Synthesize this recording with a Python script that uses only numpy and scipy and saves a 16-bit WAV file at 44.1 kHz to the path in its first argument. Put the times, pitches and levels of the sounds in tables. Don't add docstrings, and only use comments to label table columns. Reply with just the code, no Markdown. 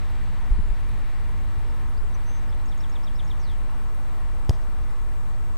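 import sys
import numpy as np
from scipy import signal
from scipy.fft import rfft, irfft, next_fast_len
from scipy.io import wavfile
from scipy.ndimage import uniform_filter1d, map_coordinates

SR = 44100
rng = np.random.default_rng(int(sys.argv[2]) if len(sys.argv) > 2 else 0)


def rack_gain(trim_db):
    fader = np.asarray(trim_db, float)
    return 10 ** (fader / 20)


def put_to_file(sound):
    columns = np.atleast_2d(sound).T
    safe = np.clip(columns, -1, 1)
    whole_steps = np.round(safe * 32767)
    wavfile.write(sys.argv[1], SR, whole_steps.astype(np.int16))


N = 245637
T = np.arange(N) / SR
FRAME_RATE = 29.97


def unit(x):
    return x / np.sqrt(np.mean(x ** 2) + 1e-20)


def along(points, hz):
    point_hz, value = np.transpose(points)
    return np.interp(np.log(hz + 1), np.log(point_hz + 1), value)


def curves(rows):
    s, *columns = np.transpose(rows)
    return [np.interp(T, s, column) for column in columns]


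def between(rows):
    return (T > rows[0][0]) * (T < rows[-1][0])


def wobble(rate):
    return map_coordinates(rng.standard_normal(200), [T * rate])


def filtered(x, response):
    m = next_fast_len(N + SR // 2)
    return irfft(rfft(x, m) * response(np.fft.rfftfreq(m, 1 / SR)), m)[..., :N]


def rush(spectrum, patchy_db):
    z = signal.stft(rng.standard_normal(N), nperseg=512)[2]
    field = uniform_filter1d(rng.standard_normal(z.shape), size=5, axis=0)
    field = uniform_filter1d(field, size=10, axis=1)
    noise = signal.istft(z * rack_gain(patchy_db * unit(field)), nperseg=512)[1][:N]
    return unit(filtered(noise, lambda hz: rack_gain(along(spectrum, hz))))


def tone(hz):
    return np.sqrt(2) * np.sin(2 * np.pi * np.cumsum(hz) / SR)


def band(hz, centre_hz, width_hz):
    return 1j * hz * width_hz / (centre_hz ** 2 - hz ** 2 + 1j * hz * width_hz)


def modes(hz, table):
    return sum((-1) ** k * rack_gain(db) * band(hz, centre, width)
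               for k, (centre, width, db) in enumerate(table))


def add(out, s, sound):
    part = out[round(s * SR):][:len(sound)]
    part += sound[:len(part)]


def note(db, length, start_hz, mid_hz, end_hz):
    u = np.linspace(0, 1, round(length * SR))
    sweep = np.polyval(np.polyfit([0, .5, 1], [start_hz, mid_hz, end_hz], 2), u)
    return rack_gain(db) * np.sin(np.pi * u) ** 1.1 * tone(sweep) / np.sqrt(2)


def rumble():
    # (time [s], level [dB])
    levels = [(0.0, -42), (0.26, -28), (0.33, -40), (0.53, -20.5), (0.63, -26.5), (0.71, -42), (0.93, -31),
              (1.1, -33), (1.5, -38.5), (1.66, -31), (1.83, -36.5), (2.39, -33), (2.96, -40.5), (3.18, -35),
              (4.0, -38.5), (4.47, -35.5), (5.03, -33.5), (5.2, -36), (5.57, -36)]
    # (frequency [Hz], relative density [dB per Hz])
    deep_spectrum = [(1.8, -38), (3.0, -7.5), (22, 4), (48, -0.5), (62, -22), (110, -120)]
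    db, = curves(levels)
    return rack_gain(db) * rush(deep_spectrum, patchy_db=0.5)


def flutter():
    # (time [s], level [dB])
    levels = [(0, -38.5), (.53, -36), (.71, -39), (.93, -35), (1.1, -44), (1.38, -36.5), (1.55, -40.5),
              (2.2, -38), (2.9, -40.5), (3.18, -37.5), (4.0, -42), (5.03, -43), (5.57, -40)]
    # (frequency [Hz], relative density [dB per Hz])
    flutter_spectrum = [(25, -51), (42, 0), (68, 0), (87, -9.5), (129, -12.5), (227, -22.5), (260, -23),
                        (340, -41), (570, -120)]
    db, = curves(levels)
    return rack_gain(db) * unit(rack_gain(1.07 * wobble(14)) * rush(flutter_spectrum, patchy_db=0.16))


def tyres():
    # (frequency [Hz], relative density [dB per Hz])
    tyre_spectrum = [(120, -14.5), (200, -4.5), (307, -5.5), (373, -7), (469, -7.5), (635, -9), (992, -4.5),
                     (1500, -12.5), (1950, -34.5), (3300, -120)]
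    return rack_gain(-48.4 + 0.46 * wobble(2.98)) * rush(tyre_spectrum, patchy_db=0.67)


def leaves():
    # (frequency [Hz], relative density [dB per Hz])
    leaf_spectrum = [(820, -17), (1400, -9), (1570, -3), (1860, 0), (3250, -11), (4010, -11.5), (5500, -22),
                     (7150, -40), (12100, -120)]
    start_db, fade_db_per_s = -52.5, 1.09
    db = start_db - fade_db_per_s * T + 0.79 * wobble(3.5)
    return rack_gain(db) * rush(leaf_spectrum, patchy_db=.6)


def engine():
    # (time [s], pitch [Hz], level before a small wobble [dB])
    drone = [(0, 91, -54), (1.4, 90.8, -46.5), (2, 87.6, -49), (2.5, 84, -46.5), (3, 82.4, -75)]
    hz, db = curves(drone)
    return rack_gain(db + 1.5 * wobble(2.92)) * tone(hz) * (T < drone[-1][0])


def hiss():
    # (frequency [Hz], relative density [dB per Hz])
    hiss_spectrum = [(3060, -25.5), (5200, -4.5), (7430, -3.5), (7600, -3), (8060, -4), (8280, -5),
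                     (12300, -7.5), (13800, -11), (14500, -8), (15300, -11.5)]
    # (frequency [Hz], correlation [-1 to 1])
    alike = [(1500, 0.23), (3000, 0.24), (6000, 0.85), (10000, 0.88), (15000, 0.6)]

    def turn(hz):
        return np.arccos(np.clip(along(alike, hz), -1, 1)) / 2

    mid = filtered(rush(hiss_spectrum, patchy_db=1.5), lambda hz: np.cos(turn(hz)))
    side = filtered(rush(hiss_spectrum, patchy_db=2.5), lambda hz: np.sin(turn(hz)))
    return rack_gain(-64.5) * np.array([mid + side, mid - side])


def whines():
    # (pitch [Hz], level before a small wobble [dB rms])
    whine_tones = [(7494, -89), (7867, -74), (9000, -89), (10000, -92), (12000, -90)]
    steady = sum(rack_gain(db + 0.72 * wobble(4.8)) * tone(np.full(N, hz)) for hz, db in whine_tones)
    frame = T * FRAME_RATE % 1
    first = np.exp(-((frame - .28) / .1) ** 2)
    second = 1.25 * np.exp(1.9j - ((frame - .79) / .16) ** 2)
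    carrier = np.exp(2j * np.pi * 500 * FRAME_RATE * T)
    return steady + rack_gain(-72) * np.imag((first + second) * carrier)


def frame_ticks():
    # (frequency [Hz], width [Hz], level [dB])
    tick_modes = [(9240, 350, 3), (12500, 1500, -16), (13800, 1500, -18)]
    beat = np.arange(.012, T[-1], 1 / FRAME_RATE)
    clicks = np.zeros(N)
    clicks[np.round(beat * SR).astype(int)] = rack_gain(-32.5 + 2 * rng.standard_normal(len(beat)))
    return filtered(clicks, lambda hz: modes(hz, tick_modes))


def rasps():
    # (time [s], noise level before fading and filtering [dB])
    buzzes = [(0.7951, -48), (0.8869, -47), (1.2885, -49), (1.5863, -49), (1.8896, -46), (3.9439, -47),
              (4.9001, -49)]
    steps = np.arange(.092, T[-1], .1)
    late, size = rng.standard_normal((len(steps), 2)).T
    faint = list(zip(steps + .006 * late, -54 + 2.5 * size))
    out, t = np.zeros(N), T[:SR // 20]
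    for s, db in faint + buzzes:
        shape = rack_gain(db - 60 * t / 0.1) * (1 - np.exp(-t / 0.002))
        add(out, s, shape * rng.standard_normal(len(t)))
    return filtered(out, lambda hz: band(hz, 10940, 1100) ** 2)


def gusts():
    # (time [s], push before build-up and decay [dB], swing [Hz])
    thumps = [(0.507, -1.5, 29.8), (.579, -17, 60), (.588, -19.5, 154), (.597, -17, 87), (0.634, -14, 18.2),
              (0.694, -9, 26.6), (1.575, -15.5, 62), (1.97, -12, 12.2)]
    swings_to_die = 4.2
    out, t = np.zeros(N), T[:SR // 2]
    for s, db, hz in thumps:
        soft = 1 - np.exp(-(t * hz / .3) ** 2)
        decay = rack_gain(db - 60 * t * hz / swings_to_die)
        add(out, s, -decay * soft * np.sin(2 * np.pi * hz * t))
    return out


def chirps():
    # (time [s], middle pitch [Hz], rise, or fall if negative [Hz], peak level [dB])
    chirp_notes = [(1.696, 5250, 100, -64), (1.969, 4780, 1200, -53), (2.139, 6000, 240, -50.5),
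                   (2.203, 4500, 510, -63), (2.486, 5100, 750, -58), (2.519, 3455, 980, -53),
                   (2.592, 4100, 500, -59), (3.29, 5450, -100, -63)]
    out = np.zeros(N)
    for s, hz, rise_hz, db in chirp_notes:
        add(out, s, note(db, .02, hz - 0.59 * rise_hz, hz, hz + .4 * rise_hz))
    return out


def whistle():
    # (time [s], pitch [Hz], level [dB rms]), before those changes
    held_note = [(2.255, 5950, -75), (2.275, 6120, -57), (2.295, 6270, -59), (2.385, 6240, -62),
                 (2.395, 6230, -70), (2.425, 6230, -72), (2.48, 6230, -84)]
    hz, db = curves(held_note)
    return rack_gain(db + 2.5 * wobble(30)) * tone(hz + 15 * wobble(30)) * between(held_note)


def trill():
    # (time [s], tick peak [dB], upstroke length [s], upstroke peak [dB], downstroke peak [dB])
    figures = [(2.654, -54, .019, -54, -49), (2.772, -54, .018, -51, -48), (2.891, -53.5, .018, -53, -46),
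               (3.008, -65, 0.023, -51.5, -45.5), (3.129, -64, .026, -54, -42.5),
               (3.243, -56, .017, -54, -43.5)]
    # (length [s], start pitch [Hz], middle pitch [Hz], end pitch [Hz])
    tick_note = (.014, 8000, 6650, 6600)
    up_end_s, up_end_hz, up_hz_per_s = .045, 5810, 46000
    out = np.zeros(N)
    for s, tick_db, up_s, up_db, down_db in figures:
        add(out, s, note(tick_db, *tick_note))
        rise_hz = up_hz_per_s * up_s
        up = note(up_db, up_s, up_end_hz - rise_hz, up_end_hz - 0.46 * rise_hz, up_end_hz)
        add(out, s + up_end_s - up_s, up)
        add(out, s + 0.057, note(down_db, length=.026, start_hz=3960, mid_hz=3500, end_hz=2800))
    return out


def warble():
    # (time [s], centre pitch [Hz], level before the swings [dB rms])
    flourish = [(3.387, 6500, -75), (3.4, 6400, -61), (3.425, 5650, -62), (3.445, 4830, -58),
                (3.47, 4200, -58), (3.495, 3740, -54.5), (3.522, 3300, -57.5), (3.54, 3050, -68)]
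    hz, db = curves(flourish)
    since = T - flourish[0][0]
    swings_per_s, quicken_per_s2 = 70, 200
    turn = 2 * np.pi * since * (swings_per_s + quicken_per_s2 * since / 2)
    swing_hz = 680 * (hz / 6400) ** 2
    level = rack_gain(db + 4.7 * np.cos(turn - .7) + 2.5 * wobble(30))
    return level * tone(hz - swing_hz * np.cos(turn)) * between(flourish)


def kick():
    # (frequency [Hz], width [Hz], level [dB])
    skin = [(1930, 380, -2), (3230, 600, -5), (5030, 900, -3), (6860, 410, -4.5), (8250, 550, -4),
            (11900, 430, -11), (13500, 1100, -19)]
    # (frequency [Hz], level on contact [dB], level on release [dB], time to lose 60 dB [s])
    air = [(388, -18.5, -43, .014), (687, -24, -22.5, 0.01), (865, -35, -33, 0.01)]
    kick_s, contact_s = 4.4936, .0151
    t, out, slap = T[:SR // 10], np.zeros(N), np.zeros(N)
    let_go = 1 + np.exp(np.clip((t - contact_s) / .0006, -50, 50))
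    held = (1 - np.exp(-(t / .0008) ** 2)) / let_go
    swing = 2 * np.pi * 91 * (t - .001) * (1 - 7 * t)
    push = np.exp(-((t - .0065) / .01) ** 2) * held
    add(out, kick_s, -rack_gain(-9) * push * np.cos(swing))
    fade = rack_gain(-60 * t / .009) + rack_gain(-23 - 60 * t / .09)
    add(slap, kick_s, (1 - np.exp(-(t / .0006) ** 2)) * fade * rng.standard_normal(len(t)))
    out += rack_gain(-11) * filtered(slap, lambda hz: modes(hz, skin))
    for hz, contact_db, release_db, t60 in air:
        ring = rack_gain(-60 * t / t60) * np.sin(2 * np.pi * hz * t)
        add(out, kick_s + 0.0003, -rack_gain(contact_db) * ring)
        add(out, kick_s + contact_s, rack_gain(release_db) * ring)
    return out


def echoes(blow):
    # (delay [s], level before filtering [dB])
    returns = [(.035, -15.5), (.052, -21), (.12, -26)]
    late = sum(rack_gain(db) * np.pad(blow, (round(s * SR), 0))[:N] for s, db in returns)
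    return filtered(late, lambda hz: band(hz, 900, 4000))


def trees():
    # (frequency [Hz], time to lose 60 dB [s])
    tree_decay = [(100, 0.12), (1000, 0.32), (8000, 0.13)]
    hz, t, z = signal.stft(rng.standard_normal(SR // 2), SR, nperseg=256)
    fade = rack_gain(-60 * t / along(tree_decay, hz)[:, None])
    tail = signal.istft(z * fade, SR, nperseg=256)[1]
    return tail / np.linalg.norm(tail)


def scene():
    wind = rumble() + flutter() + gusts()
    distance = tyres() + leaves() + engine()
    camera = whines() + frame_ticks() + rasps()
    song = chirps() + whistle() + trill() + warble()
    blow = kick()
    far = signal.fftconvolve(rack_gain(-11.0) * song + echoes(blow), trees())[:N]
    return song + blow + far + wind + distance + camera + hiss()


def band_limit(x):
    return signal.sosfilt(signal.butter(12, 16490, fs=SR, output="sos"), x)


def record(dry):
    offset = [
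        [-.0816],
        [.0774],
    ]
    top_hz = 15150
    kept = filtered(dry, lambda hz: np.where(hz < top_hz, 1, rack_gain(-45)))
    return band_limit(kept + offset)


dry = scene()
out = record(dry)
put_to_file(out)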